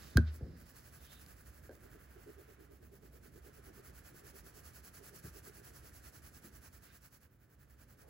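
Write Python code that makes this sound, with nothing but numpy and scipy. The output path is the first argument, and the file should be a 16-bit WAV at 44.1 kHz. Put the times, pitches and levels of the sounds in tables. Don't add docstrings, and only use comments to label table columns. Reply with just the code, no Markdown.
import sys
import numpy as np
from scipy import signal
from scipy.fft import rfft, irfft, next_fast_len
from scipy.io import wavfile
from scipy.ndimage import uniform_filter1d

SR = 44100
rng = np.random.default_rng(int(sys.argv[2]) if len(sys.argv) > 2 else 0)


def transcribe(u):
    v = np.clip(np.atleast_2d(u).T, -1, 1)
    q = np.round(v * 32767).astype(np.int16)
    wavfile.write(sys.argv[1], SR, q)


N = 356769
TIME = np.arange(N) / SR


def amp(db):
    return 10 ** (np.asarray(db) / 20)


def unit(x):
    return x / np.sqrt(np.mean(x ** 2))


def filtered(x, response):
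    size = next_fast_len(len(x) + 4096, True)
    return irfft(rfft(x, size) * response(np.fft.rfftfreq(size, 1 / SR)), size)[:len(x)]


def gains(points, hz):
    points_hz, db = np.transpose(points)
    return amp(np.interp(np.log(hz + 1), np.log(points_hz), db))


def colour(x, points):
    return unit(filtered(x, lambda hz: gains(points, hz)))


def bell(hz, centre_hz, octaves):
    return np.exp(-.5 * (np.log2((hz + 1) / centre_hz) / octaves) ** 2)


def band(x, centre_hz, octaves):
    return unit(filtered(x, lambda hz: bell(hz, centre_hz, octaves)))


def fade(t, t60):
    return np.exp(-np.log(1000) * t / t60)


def swell(at, length):
    out = np.zeros(N)
    near = slice(max(int((at - 3 * length) * SR), 0), int((at + 3 * length) * SR))
    out[near] = np.exp(-2 * ((TIME[near] - at) / length) ** 2)
    return out


def walk(rate):
    size = int(SR / rate)
    steps = np.repeat(rng.standard_normal(N // size + 1), size)
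    return unit(uniform_filter1d(steps, size)[:N])


def add(out, at, x):
    start = int(at * SR)
    out[start:start + len(x)] += x[:N - start]


def echoes(x, t60):
    t = TIME[:SR // 2]
    tails = rng.standard_normal((2, len(t))) * fade(t, t60)
    return np.array([signal.fftconvolve(x, tail / np.linalg.norm(tail))[:N] for tail in tails])


def microphones(direct, scattered, scatter_db):
    # (frequency [Hz], left minus right [dB])
    balance = [(100, -3.5), (400, -4.5), (1300, -1.5), (2600, -8.5), (3800, -4.5), (6000, -7.5),
               (7100, -4.5), (8500, 1), (16000, -0.5)]
    # (frequency [Hz], phase lead [rad])
    phase_lead = [(50, 0), (600, -.9), (950, -4.2), (1700, -6.3), (2500, -7.3), (4000, -6.3), (5700, -7.8),
                  (7200, -6.5), (8800, -3.1), (11100, 0), (13500, 3.1), (15700, 6.3)]
    # (frequency [Hz], relative level [dB])
    scatter_tone = [(100, -12), (400, 1), (850, 15), (1650, -6), (3000, 8.5), (4300, -1.5), (6000, 6.5),
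                    (8500, -43.5), (16000, -5)]
    ratio = lambda hz: gains(scatter_tone, hz) * amp(scatter_db)
    left = filtered(direct, lambda hz: np.exp(1j * np.interp(hz, *np.transpose(phase_lead))))
    out = []
    for side, straight, around in zip((1, -1), (left, direct), scattered):
        side_power = lambda hz: 2 / (1 + gains(balance, hz) ** (-2 * side))
        share = lambda hz: np.sqrt(side_power(hz) / (1 + ratio(hz) ** 2))
        out.append(filtered(straight + filtered(around, ratio), share))
    return np.array(out)


def room_tone(level_db=-71):
    # (frequency [Hz], relative level [dB])
    air_tone = [(20, -29.5), (65, 0), (130, 1), (250, -10), (500, -19.5), (900, -25), (1500, -25.5),
                (3000, -37), (8000, -67), (16000, -39)]
    hiss_tone = [(300, 7), (1500, 5), (3000, -4), (13000, -9), (15500, 8)]
    air = colour(rng.standard_normal(N), air_tone)
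    hiss = np.array([colour(rng.standard_normal(N), hiss_tone) for _ in range(2)])
    return amp(level_db + walk(2.5)) * air + amp(-86) * hiss


def rumble(speed):
    # (time [s], level [dB])
    lean = [(0.58, -55), (0.7, -59.5), (1.8, -57.5), (2.5, -62.5), (3.1, -58), (6.55, -58), (7.25, -66.5),
            (8.09, -60)]
    # (frequency [Hz], relative level [dB])
    wood_tone = [(20, -30), (40, -10.5), (65, 5), (105, -7), (133, -3.5), (165, -10), (300, -13),
                 (430, -17), (600, -20.5), (1200, -42)]
    lean_db = np.interp(TIME, *np.transpose(lean))
    return colour(rng.standard_normal(N), wood_tone) * (0.74 + 0.13 * speed) * amp(lean_db)


def paper_grit(rate, spread_db):
    catches = rng.random(N) < rate / SR
    return catches * rng.standard_normal(N) * amp(spread_db * rng.standard_normal(N))


def hand_brushes():
    # (middle [s], length [s], level [dB], pitch [Hz], width [octaves])
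    slides = [(0.05, 0.14, -63.5, 3530, 0.97), (0.281, 0.029, -61, 2880, 0.62),
              (.55, 0.72, -78, 4730, 0.24), (1.12, 0.14, -66, 3180, 0.33), (6.903, 0.083, -68, 1960, 0.87),
              (8.058, 0.076, -66.5, 552, 0.65)]
    grit = paper_grit(rate=8000, spread_db=2)
    return sum(amp(db) * swell(at, length) * band(grit, hz, octaves)
               for at, length, db, hz, octaves in slides)


def table_bumps(travel_s=0.0223, rise_s=0.0013):
    # (time [s], peak [dB], pitch [Hz], width [octaves],
    # rattle against the peak [dB], rattle fade time [s])
    pushes = [(.166, -14, 99.6, 0.83, -43, 0.47), (.175, -37, 628, 0.4, -10.5, 0.088),
              (.184, -19, 255, 0.43, -33, .15), (.412, -45, 335, 0.73, -7, 0.36),
              (.428, -36, 97, 1.04, -10.5, 0.6), (1.695, -44, 472, 0.59, -8.5, 0.23),
              (5.247, -44, 147, 0.94, -7.5, 0.27), (6.438, -57, 204, 0.74, 1, 0.28)]
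    # (frequency [Hz], relative level [dB], fade time [s])
    wood_notes = [(69.4, -9, 0.45), (77.4, 3, 0.46), (104, 3.5, 0.2), (130.7, 4, 0.12), (162, -5, .18),
                  (189, -7, 0.076), (230.6, -5, 0.13), (265, -4, 0.061), (333, -3.5, 0.055),
                  (413, 0.5, 0.053), (494, -15, 0.052), (521, -9, 0.071), (626, -16.5, 0.19)]
    # (frequency [Hz], relative level [dB])
    rattle_tone = [(30, -10), (70, -8), (250, -3.5), (650, -7.5), (1000, -16), (3000, -32.5)]
    out, t = np.zeros(N), TIME[:SR]
    wood = sum(amp(db) * np.sin(2 * np.pi * hz * t) * fade(t, t60) for hz, db, t60 in wood_notes)
    delay = lambda hz: travel_s * np.sqrt(100 / (hz + 1))
    wood = filtered(wood, lambda hz: np.exp(-4j * np.pi * hz * delay(hz)))
    soft_contact = 1 - np.exp(-(t / rise_s) ** 2)
    for at, db, centre_hz, octaves, rattle_db, rattle_t60 in pushes:
        ring = band(wood, centre_hz, octaves) * soft_contact
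        add(out, at - delay(centre_hz), amp(db) * ring / np.abs(ring).max())
        rattle = band(colour(rng.standard_normal(SR), rattle_tone), centre_hz, octaves)
        add(out, at, amp(db + rattle_db) * rattle * fade(t, rattle_t60) * soft_contact)
    return out


def pencil_taps(crack_t60=0.0073):
    # (time [s], crack level [dB], ring level [dB])
    hits = [(0.172, -22.5, -18), (0.1787, -62, -33), (1.263, -49.5, -84), (1.6935, -59, -53),
            (1.712, -64, -54.5), (1.753, -55, -76), (6.903, -63, -59)]
    # (frequency [Hz], relative level [dB], fade time [s])
    shaft_notes = [(1497, -17, 0.12), (1584, -3.5, 0.067), (1480, -34, 0.36), (1990, -29, 0.056),
                   (2150, -26, 0.029), (3210, -16, 0.02), (4190, -16.5, 0.0083)]
    # (frequency [Hz], relative level [dB])
    crack_tone = [(300, -27), (1000, -63.5), (2500, 12.5), (4000, 14), (5500, 9.5), (8000, 7),
                  (15000, 10.5)]
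    out, t = np.zeros(N), TIME[:SR // 2]
    ring = sum(amp(db) * np.sin(2 * np.pi * hz * t) * fade(t, t60) for hz, db, t60 in shaft_notes)
    for at, crack_db, ring_db in hits:
        crack = colour(rng.standard_normal(len(t)), crack_tone) * fade(t, crack_t60)
        add(out, at, amp(crack_db) * crack + amp(ring_db) * ring)
    return out


def judder(slip_hz=135, wander=.22, beat_s=0.036):
    # (start [s], beats [count], rate [1/s])
    runs = [(1.853, 2, 9.6), (2.181, 17, 9.26), (4.136, 5, 9.2), (5.019, 8, 8.55)]
    # (time [s], level [dB])
    strength = [(1.85, -58.5), (2.17, -59), (2.28, -51), (2.52, -58.5), (2.85, -60.5), (3.27, -63),
                (3.49, -54.5), (3.59, -61.5), (3.75, -56), (3.95, -62), (5.15, -61.5), (5.36, -55),
                (5.5, -59.5), (5.85, -64.5)]
    # (frequency [Hz], relative level [dB])
    shake_tone = [(100, -23), (220, -15), (320, -5), (360, -4), (400, 3), (440, -3), (500, -13), (650, -18),
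                  (1200, -40)]
    cycles = np.cumsum(slip_hz * np.exp(wander * walk(200))) / SR
    slips = np.diff(np.floor(cycles), prepend=0) * amp(2.9 * walk(300))
    beats = [first + k / rate for first, count, rate in runs for k in range(round(count))]
    force = amp(np.interp(beats, *np.transpose(strength)))
    return colour(slips, shake_tone) * sum(size * swell(at, beat_s) for at, size in zip(beats, force))


def stroke_motion(last_turn_s=8.16, loops_until_s=2.5, loop_speed=0.42):
    # (start [s], strokes [count])
    runs = [(0.559, 14), (1.79, 7), (2.462, 3), (2.8, 15), (4.33, 6), (4.915, 7), (5.621, 15), (7.101, 6),
            (7.666, 5)]
    # (time [s], level [dB])
    pressure = [(0.56, -69), (0.7, -61), (1.15, -60.5), (1.47, -63), (1.7, -67), (2.5, -68), (2.75, -71.5),
                (3.15, -66.5), (3.65, -62.5), (4.45, -58.5), (5.1, -57), (6.25, -58), (7.17, -64),
                (7.33, -79), (7.9, -67), (8.09, -66)]
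    # (middle [s], length [s], hiss level [dB], rasp level [dB])
    swishes = [(0.003, 0.39, -61, -66.5), (0.352, 0.093, -62.5, -78)]
    starts, counts = np.transpose(runs)
    progress = np.interp(TIME, np.append(starts, last_turn_s), np.append(0, np.cumsum(np.round(counts))))
    stroke = progress.astype(int)
    sideways = loop_speed * (TIME < loops_until_s)
    speed = np.hypot(np.sin(np.pi * progress), sideways * np.cos(np.pi * progress))
    chance_db = 0.78 * rng.standard_normal(stroke.max() + 1)[stroke]
    pressure_db = np.interp(TIME, *np.transpose(pressure), left=-100) + chance_db
    direction = 1 - 2 * (stroke % 2)
    hiss_db = pressure_db + 0.5 * direction
    rasp_db = -66 + 0.59 * (pressure_db + 60) + 1.4 * direction
    for at, length, swish_hiss_db, swish_rasp_db in swishes:
        during = np.abs(TIME - at) < length / 2
        speed[during] = np.cos(np.pi * (TIME[during] - at) / length)
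        hiss_db[during], rasp_db[during] = swish_hiss_db, swish_rasp_db
    return speed, uniform_filter1d(hiss_db, size=500), uniform_filter1d(rasp_db, size=500)


def pencil_scratch(speed, hiss_db, rasp_db):
    # (frequency [Hz], relative level [dB])
    rasp_tone = [(250, -17), (450, -3), (700, -2), (950, -5), (1250, 1), (1700, 1), (2200, -6.5),
                 (3200, -13.5), (6000, -35.5)]
    hiss_tone = [(1500, -38.5), (2500, -9), (3600, -13), (4400, -0.5), (5000, -0.5), (6000, 2), (7000, -3),
                 (8000, -0.5), (10000, -1.5), (16000, -8.5)]
    fizz_tone = [(5000, -54), (7000, -9), (8500, -10.5), (11500, 4.5), (12300, -5), (13500, 6),
                 (15000, -1.5), (15700, 5.5)]
    # (time [s], level [dB])
    drag = [(0.3, -65.5), (0.45, -70.5), (1.0, -69), (1.7, -72.5), (1.9, -68), (2.5, -69.5), (2.9, -79.5),
            (3.35, -73.5), (3.65, -68.5), (5.8, -68.5), (6.95, -74), (7.4, -84), (8.09, -74)]
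    grit = paper_grit(rate=14000, spread_db=1.5) * amp(1.1 * walk(70))
    drag_db = np.interp(TIME, *np.transpose(drag))
    rasp = colour(grit, rasp_tone) * np.hypot(speed ** 1.54 * amp(rasp_db), amp(drag_db))
    rubbing = .2 + .8 * speed ** 1.6
    hiss = colour(grit, hiss_tone) * rubbing * amp(hiss_db - 4.5)
    sliding = np.sin(np.pi / 2 * speed) ** 3.8
    fizz = colour(grit, fizz_tone) * (0.1 + 0.73 * sliding) * amp(hiss_db - 3.0)
    sizzle_db = 0.28 * (hiss_db - hiss_db.max()) - 71.5
    sizzle = band(grit, centre_hz=15100, octaves=0.16) * sliding * amp(sizzle_db)
    return rasp + hiss + fizz + sizzle


def scene():
    speed, hiss_db, rasp_db = stroke_motion()
    direct, *scattered = (pencil_scratch(speed, hiss_db, rasp_db) + rumble(speed) + judder()
                          for _ in range(3))
    hand, taps, thumps = hand_brushes(), pencil_taps(), table_bumps()
    rubbing = microphones(direct + hand, scattered + echoes(hand, t60=0.09), scatter_db=-1.5)
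    clacks = microphones(taps, echoes(taps, t60=0.0062), scatter_db=-11.5)
    dull_knocks = filtered(taps + thumps, lambda hz: bell(hz, centre_hz=700, octaves=2.8))
    room = amp(-13.0) * echoes(dull_knocks, t60=0.17)
    return rubbing + clacks + thumps + room + room_tone()


def record(dry):
    top_hz = 15850
    return signal.sosfilt(signal.ellip(12, .1, 80, top_hz, fs=SR, output="sos"), dry)


dry = scene()
out = record(dry)
transcribe(out)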